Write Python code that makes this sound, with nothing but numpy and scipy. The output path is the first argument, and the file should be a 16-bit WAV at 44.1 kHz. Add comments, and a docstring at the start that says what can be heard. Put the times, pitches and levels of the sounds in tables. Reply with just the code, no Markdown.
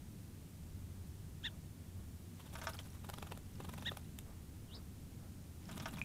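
"""A sparrow bathes in a shallow backyard dish, its wet wings whirring through the water in short bouts.
Wing tips and drops slap the surface, trapped bubbles ring, and flung drops patter about and knock on
the plastic case of a small camera on the ground. Two nasal chirps sound close by, and a far bird
whistles one thin call with both sides of its syrinx. Underneath lies a bed of distant rumble,
soft far-off puffs and microphone hiss."""
import sys
import numpy as np
from scipy import signal
from scipy.fft import rfft, irfft
from scipy.io import wavfile
from scipy.ndimage import uniform_filter1d

SR = 44100
rng = np.random.default_rng(int(sys.argv[2]) if len(sys.argv) > 2 else 0)


def wrap_up_sound(samples):
    """Save the sound to the file named by the first command line argument, as 16-bit audio."""
    columns = np.atleast_2d(samples).T
    # keep every value between -1 and 1, then stretch to whole-number steps
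    tamed = np.clip(columns, -1, 1)
    steps = np.round(tamed * 32767).astype(np.int16)
    wavfile.write(sys.argv[1], SR, steps)


N = 266452
TIME = np.arange(N) / SR


def amp(db):
    """Decibels to gain."""
    return 10 ** (np.asarray(db) / 20)


def unit(x):
    """Normalises to rms 1."""
    return x / np.sqrt(np.mean(x ** 2) + 1e-20)


def eq_gain(curve, hz):
    """Gain of an EQ curve at hz, read on a log-frequency axis."""
    f, db = np.transpose(curve)
    return amp(np.interp(np.log(hz + 1), np.log(f), db))


def follow(curve, t):
    """Value of an automation curve at the times t."""
    return np.interp(t, *np.transpose(curve))


def add(mix, s, sound):
    """Mixes a sound in at time s."""
    part = mix[max(round(s * SR), 0):][:len(sound)]
    part += sound[:len(part)]


def colour(x, curve, size=2048):
    """Minimum-phase EQ, its impulse response scaled to energy 1."""
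    log_gain = np.log(eq_gain(curve, abs(np.fft.fftfreq(size, 1 / SR))))
    taps = np.fft.ifft(np.exp(np.conj(signal.hilbert(log_gain)))).real
    return signal.oaconvolve(x, taps / np.linalg.norm(taps))[:len(x)]


def noise(curve):
    """Steady noise shaped by an EQ curve, rms 1."""
    spectrum = rfft(rng.standard_normal(N)) * eq_gain(curve, np.fft.rfftfreq(N, 1 / SR))
    return unit(irfft(spectrum, N))


def split(x, hz, order=2):
    """Crossover: the bands below and above hz."""
    low = signal.sosfiltfilt(signal.butter(order, hz, fs=SR, output="sos"), x)
    return low, x - low


def patter(per_s, spread_db):
    """Random clicks, many small and a few large, rms 1."""
    size = amp(spread_db * np.minimum(rng.exponential(1, N), np.pi)) * rng.choice([-1, 1], N)
    return unit(size * (rng.random(N) < per_s / SR))


def wobble(size):
    """Smoothed random modulation, rms 1."""
    return unit(uniform_filter1d(rng.standard_normal(size), size=60))


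# EQ of the distant rumble: f/Hz, gain/dB
RUMBLE_EQ = [(15, -12), (55, -8.5), (75, -1), (92, 2.5), (118, -8), (155, -6), (240, -12.5), (320, -17.5),
             (500, -28), (900, -35), (5000, -67)]
# fader ride on its deep drone: t/s, level/dB
DRONE_RIDE = [(0.07, -54.5), (0.6, -56), (0.65, -49.5), (1.88, -55), (1.96, -49), (2.46, -58.5),
              (2.51, -52), (5.59, -54), (6.04, -52.5)]

def rumble(roar_db=-57.0):
    """Distant low rumble: a deep drone swells under a steady, softer roar."""
    drone, roar = split(noise(RUMBLE_EQ), hz=124.0, order=6)
    power = uniform_filter1d(unit(drone) ** 2, size=5000)
    compressed = unit(drone / power ** .4)
    return amp(follow(DRONE_RIDE, TIME)) * compressed + amp(roar_db) * unit(roar)


# EQ of the microphone's noise floor: f/Hz, gain/dB
HISS_EQ = [(1600, 1), (3000, -0.5), (5000, -1.5), (9500, 0), (11000, -2.5), (15000, -2), (16000, -17)]

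def hiss(db=-66.0):
    """The microphone's own steady, nearly white noise."""
    return amp(db) * noise(HISS_EQ)


# resonances of the near bird's throat: f/Hz, gain/dB
THROAT_EQ = [(900, -14), (1850, 1), (2700, -3.5), (3600, 7.5), (4000, -5.5), (4600, -19), (7000, -10.5),
             (8000, -33)]
# chirp cues: t/s, length/s, top pitch/Hz, level/dB, roughness/0-1
CHIRP_CUES = [(1.429, .062, 1886, -41.5, 0.83), (3.847, .052, 1920, -39.5, .6)]

def chirp(length, top_hz, db, roughness, rise_s=.031, arch_s=.051, scoop_s=.00817, bright_s=.045):
    """A nasal note scoops up into an arch of pitch and level, breaking into a rasp near the top."""
    t = np.arange(0, length, 1 / SR)
    droop = ((t - rise_s) / arch_s) ** 2  # 0 at the top of the arch, 1 where the pitch would halve
    scoop = np.exp(-(t / scoop_s) ** 2)  # the attack starts flat and weak
    rough = roughness * np.exp(-((t - .033) / .016) ** 2)  # the voice breaks up around 33 ms
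    hz = top_hz * (1 - .182 * scoop + .031 * rough * wobble(len(t))) / (1 + droop)
    cycles, voice = np.cumsum(hz) / SR, np.zeros(len(t))
    rasp = .45 * rough
    for k in np.arange(1, 11) / 2:  # five harmonics, with rough half-order partials between
        a, b = (unit(uniform_filter1d(wobble(len(t)), size=45)) for _ in range(2))
        flutter = (1 + rasp * (a + 1j * b)) / np.hypot(1, rasp)  # shakes level and phase
        gain = eq_gain(THROAT_EQ, k * hz) * (amp(-1) * rough if k % 1 else 1)
        if k * top_hz > 4200:  # the top overtones die away as the note goes on
            gain *= np.exp(-t / bright_s)
        voice += gain * (flutter * np.exp(2j * np.pi * k * cycles)).real
    return amp(db - 37 * droop - 6 * scoop) * unit(voice) * signal.windows.tukey(len(t), .1)


# far-off puff cues: t/s, level/dB
PUFF_CUES = [(1.52, -67.5), (2.0, -68), (4.3, -64), (4.76, -63.5), (5.23, -66)]
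# dull tone of a puff: f/Hz, gain/dB
PUFF_EQ = [(80, -4), (250, 3), (700, 0), (1400, -7.5), (4000, -31)]

def puffs(half_length_s=0.036):
    """Soft, dull puffs, blurred by distance."""
    envelope = sum(amp(db) / np.hypot(1, ((TIME - s) / half_length_s) ** 2) for s, db in PUFF_CUES)
    return noise(PUFF_EQ) * envelope


# tone of splashing water: f/Hz, gain/dB
SPLASH_EQ = [(120, -13), (300, 1.5), (700, 3.5), (1300, 3.5), (2100, -7), (3700, -2.5), (4300, -12.5),
             (10000, -9), (13000, -9), (16000, -21.5)]
# bouts of wing beats, slower and longer-stroked when the bird lies deep in the water:
# first stroke/s, last stroke/s, rough beat rate/Hz, level/dB, mid-bout offset/dB,
# stroke half length/s, falling drops/dB, fanned air/dB
WING_BOUTS = [(2.403, 2.466, 15, -58, 0, .0056, -66.5, -74), (2.538, 2.8, 19, -55, 7.5, 0.0062, -63, -71),
              (2.86, 2.954, 12, -61.5, 0, 0.0073, -67, -68),
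              (3.048, 3.318, 22, -51.5, -1.5, 0.0036, -66.5, -59),
              (3.606, 3.915, 22, -51.5, 3.5, 0.0035, -64, -55),
              (5.72, 5.993, 19, -53, 1, 0.0055, -59.5, -52.5)]

def wings(long_stroke_s=0.0054):
    """Wet feathers tear the water into tiny clicks; longer strokes throw more fine spray."""
    body, spray = split(colour(patter(per_s=9000, spread_db=5), SPLASH_EQ), hz=4030)
    out = np.zeros(N)
    for first, last, rate, db, mid_db, half_length, _, _ in WING_BOUTS:
        water = body + half_length / long_stroke_s * spray
        for progress in np.linspace(0, 1, round((last - first) * rate) + 1):
            s = first + progress * (last - first)
            gain = amp(db + mid_db * np.sin(np.pi * progress) ** 2)
            stroke = abs(TIME - s) < 6 * half_length
            out[stroke] += gain * water[stroke] / np.cosh((TIME[stroke] - s) / half_length)
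    return out


def bout_envelope(first, last, attack_s=0.094, release_s=0.16):
    """Builds up before a bout, holds while the wings beat, then dies away."""
    return np.exp(-np.maximum(first - TIME, 0) / attack_s - np.maximum(TIME - last, 0) / release_s)


def draught(band_hz=(115, 220)):
    """The beating wings fan a soft, low flutter of air."""
    bandpass = signal.butter(2, band_hz, "band", fs=SR, output="sos")
    air = unit(signal.sosfilt(bandpass, rng.standard_normal(N)))
    envelopes = [amp(db) * bout_envelope(first, last) for first, last, *_, db in WING_BOUTS]
    return air * np.max(envelopes, axis=0)


# tone of fine spray landing: f/Hz, gain/dB
SPRAY_EQ = [(300, -12), (800, 9), (3500, -2), (4600, -7), (13000, -13), (16000, -10)]

def drizzle(pitches=24, ring_cycles=6):
    """Fine drops fall back around each bout: dry ticks and tiny pitched plinks."""
    t, plinks = np.arange(512) / SR, np.zeros(N)
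    for hz in np.geomspace(2500, 13000, pitches) * rng.uniform(0.936, 1.05, pitches):
        plink = np.exp(-t * hz / ring_cycles) * np.sin(2 * np.pi * hz * t)
        plinks += unit(signal.oaconvolve(patter(per_s=10, spread_db=6.0), plink)[:N])
    ticks = colour(patter(per_s=1400, spread_db=5.5), SPRAY_EQ)
    envelopes = [amp(db) * bout_envelope(first, last) for first, last, *_, db, _ in WING_BOUTS]
    return np.max(envelopes, axis=0) * (0.62 * ticks + 0.48 * unit(plinks))


# drops hitting the camera's case: t/s, ring/dB, splat/dB
KNOCK_CUES = [(2.554, -46.5, -50), (2.6153, -45.5, -48.5), (2.67, -37, -41.5), (2.789, -67, -49.5),
              (5.6906, -52, -52), (5.799, -52, -46.5), (5.857, -40, -44.5), (5.97, -54, -54)]
# modes of the plastic case: f/Hz, relative level/dB, t60/s
CASE_MODES = [(653, -3.5, 0.12), (925, -3.5, 0.11), (1157, -5.5, 0.093), (1263, -4.5, 0.11),
              (1440, -7.5, 0.13), (1540, -4.5, 0.12), (1724, -6, .08), (2140, -11, 0.076),
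              (3060, -28, 0.043), (3280, -9.5, 0.053), (3580, -23, 0.03), (5470, -13, 0.06)]
# tone of a drop bursting on plastic: f/Hz, gain/dB
SPLAT_EQ = [(300, -20), (700, 1.5), (1600, -2), (2400, 3), (3400, 0), (4400, -2.5), (5600, 1), (7500, -8),
            (16000, -54)]

def knocks(splat_s=0.0081, size=8192):
    """A drop bursts on the case and rings its modes, with fresh phases on every hit."""
    out, t = np.zeros(N), np.arange(size) / SR
    hz, mode_db, t60 = np.transpose(CASE_MODES)[:, :, None]
    weight = amp(mode_db)
    decays = weight * np.exp(-np.log(1000) * t / t60) / np.sqrt((weight ** 2).sum() / 2)
    for s, ring_db, splat_db in KNOCK_CUES:
        ring = (decays * np.sin(2 * np.pi * (hz * t + rng.random(hz.shape)))).sum(0)
        splat = colour(rng.choice([-1, 1], size) * np.exp(-t / splat_s), SPLAT_EQ)
        add(out, s, amp(ring_db) * ring + amp(splat_db) * splat)
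    return out


# the larger bubbles left by drops: t/s, peak level/dB, f/Hz
BUBBLE_CUES = [(2.735, -45.5, 5080), (2.769, -52, 4400), (2.790, -41, 3210), (5.985, -45.5, 2430),
               (6.0156, -31, 2450)]

def bubbles(life_cycles=9):
    """A trapped bubble rings for a few milliseconds and bursts; small, high ones go sooner."""
    out, t = np.zeros(N), np.arange(2048) / SR
    for s, db, hz in BUBBLE_CUES:
        add(out, s, amp(db) * np.exp(-(t * hz / life_cycles) ** 3) * np.sin(2 * np.pi * hz * t))
    return out


# hard hits of a wing tip or drop on the water: t/s, crack/dB, swish/dB, treble shelf on both/dB
SLAP_CUES = [(3.0924, -33, -46, -4), (3.0997, -33, -44, 1), (3.141, -33.5, -42, -1.5),
             (3.1854, -31.5, -57, -4.5), (3.228, -40, -41.5, 3), (3.323, -40, -40, 1.5),
             (3.3757, -38, -51, -0.5), (3.604, -45, -42, -17), (3.6934, -41, -62, 0),
             (3.9203, -35.5, -41.5, -5.5), (3.9726, -44, -47.5, 8.5), (4.1886, -40, -56.5, 8.5),
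             (5.7798, -40.5, -48, 4)]

def slaps(fizz_s=0.00048, swish_s=0.0013, lead_s=0.00096):
    """A brief swish of water leads into a crack: one sharp push with a very short tail of fizz."""
    out, t = np.zeros(N), np.arange(-1024, 1024) / SR
    for s, crack_db, swish_db, treble_db in SLAP_CUES:
        fizz = 0.98 * rng.standard_normal(len(t)) * np.exp(-abs(t) / fizz_s) * (t >= 0)
        crack = colour((t == 0) + fizz, SPLASH_EQ)
        body, mist = split(colour(rng.standard_normal(len(t)), SPLASH_EQ), hz=4400)
        swish = (body + 0.19 * mist) / np.cosh((t + lead_s) / swish_s)
        slap = amp(crack_db) * crack / abs(crack).max() + amp(swish_db) * swish
        low, high = split(slap, hz=2000, order=1)
        add(out, s + t[0], low + amp(treble_db) * high)
    return out


# pitch glides of the far call, one curve for each side of the syrinx: t/s, f/Hz
SYRINX_GLIDES = [
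    [(4.675, 3400), (4.702, 2750), (4.725, 3060), (4.750, 4020), (4.757, 4800), (4.772, 3200)],
    [(4.708, 2890), (4.722, 3580), (4.738, 3910), (4.754, 5320), (4.772, 4670), (4.788, 4540)],
]

def whistle(glide, peak_s=4.752, peak_db=-54.5, rise_db_per_s=240, fall_db_per_s=380):
    """One side of a far bird's syrinx: a gliding, slightly unsteady sine that swells and fades."""
    t = np.arange(glide[0][0], glide[-1][0], 1 / SR)
    hz = follow(glide, t) * (1 + 0.0081 * wobble(len(t)))
    db = peak_db - np.maximum(rise_db_per_s * (peak_s - t), fall_db_per_s * (t - peak_s))
    return amp(db) * np.sin(2 * np.pi * np.cumsum(hz) / SR) * signal.windows.tukey(len(t), .1)


def yard(send, t60=0.079, predelay_s=.003, echoes_per_s=2000, size=12000):
    """Short outdoor reverb: scatter from leaves, ground and fence."""
    t = np.arange(size) / SR
    echoes = rng.standard_normal(size) * (rng.random(size) < echoes_per_s / SR)
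    taps = echoes * (t > predelay_s) * np.exp(-np.log(1000) * t / t60)
    return signal.oaconvolve(send, taps / np.linalg.norm(taps))[:N]


def scene():
    """Mono mix: water and birds feed the yard reverb; knocks, draught and the bed stay dry."""
    bed = rumble() + hiss() + puffs()
    near_bird, far_bird = np.zeros((2, N))
    for s, *note in CHIRP_CUES:
        add(near_bird, s, chirp(*note))
    water = wings() + drizzle() + bubbles() + slaps()
    for glide in SYRINX_GLIDES:
        add(far_bird, glide[0][0], whistle(glide))
    reverb = yard(amp(-10.5) * water + amp(-18) * near_bird + amp(-7) * far_bird)
    return (bed + near_bird + water + draught() + knocks() + far_bird + reverb)[None]


def record(dry, cutoff_hz=15750):
    """The camera's band limit: a steep high cut."""
    lowpass = signal.firwin(511, cutoff_hz, window=("kaiser", 9), fs=SR)
    return signal.oaconvolve(dry, lowpass[None], "same")


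dry = scene()
out = record(dry)
wrap_up_sound(out)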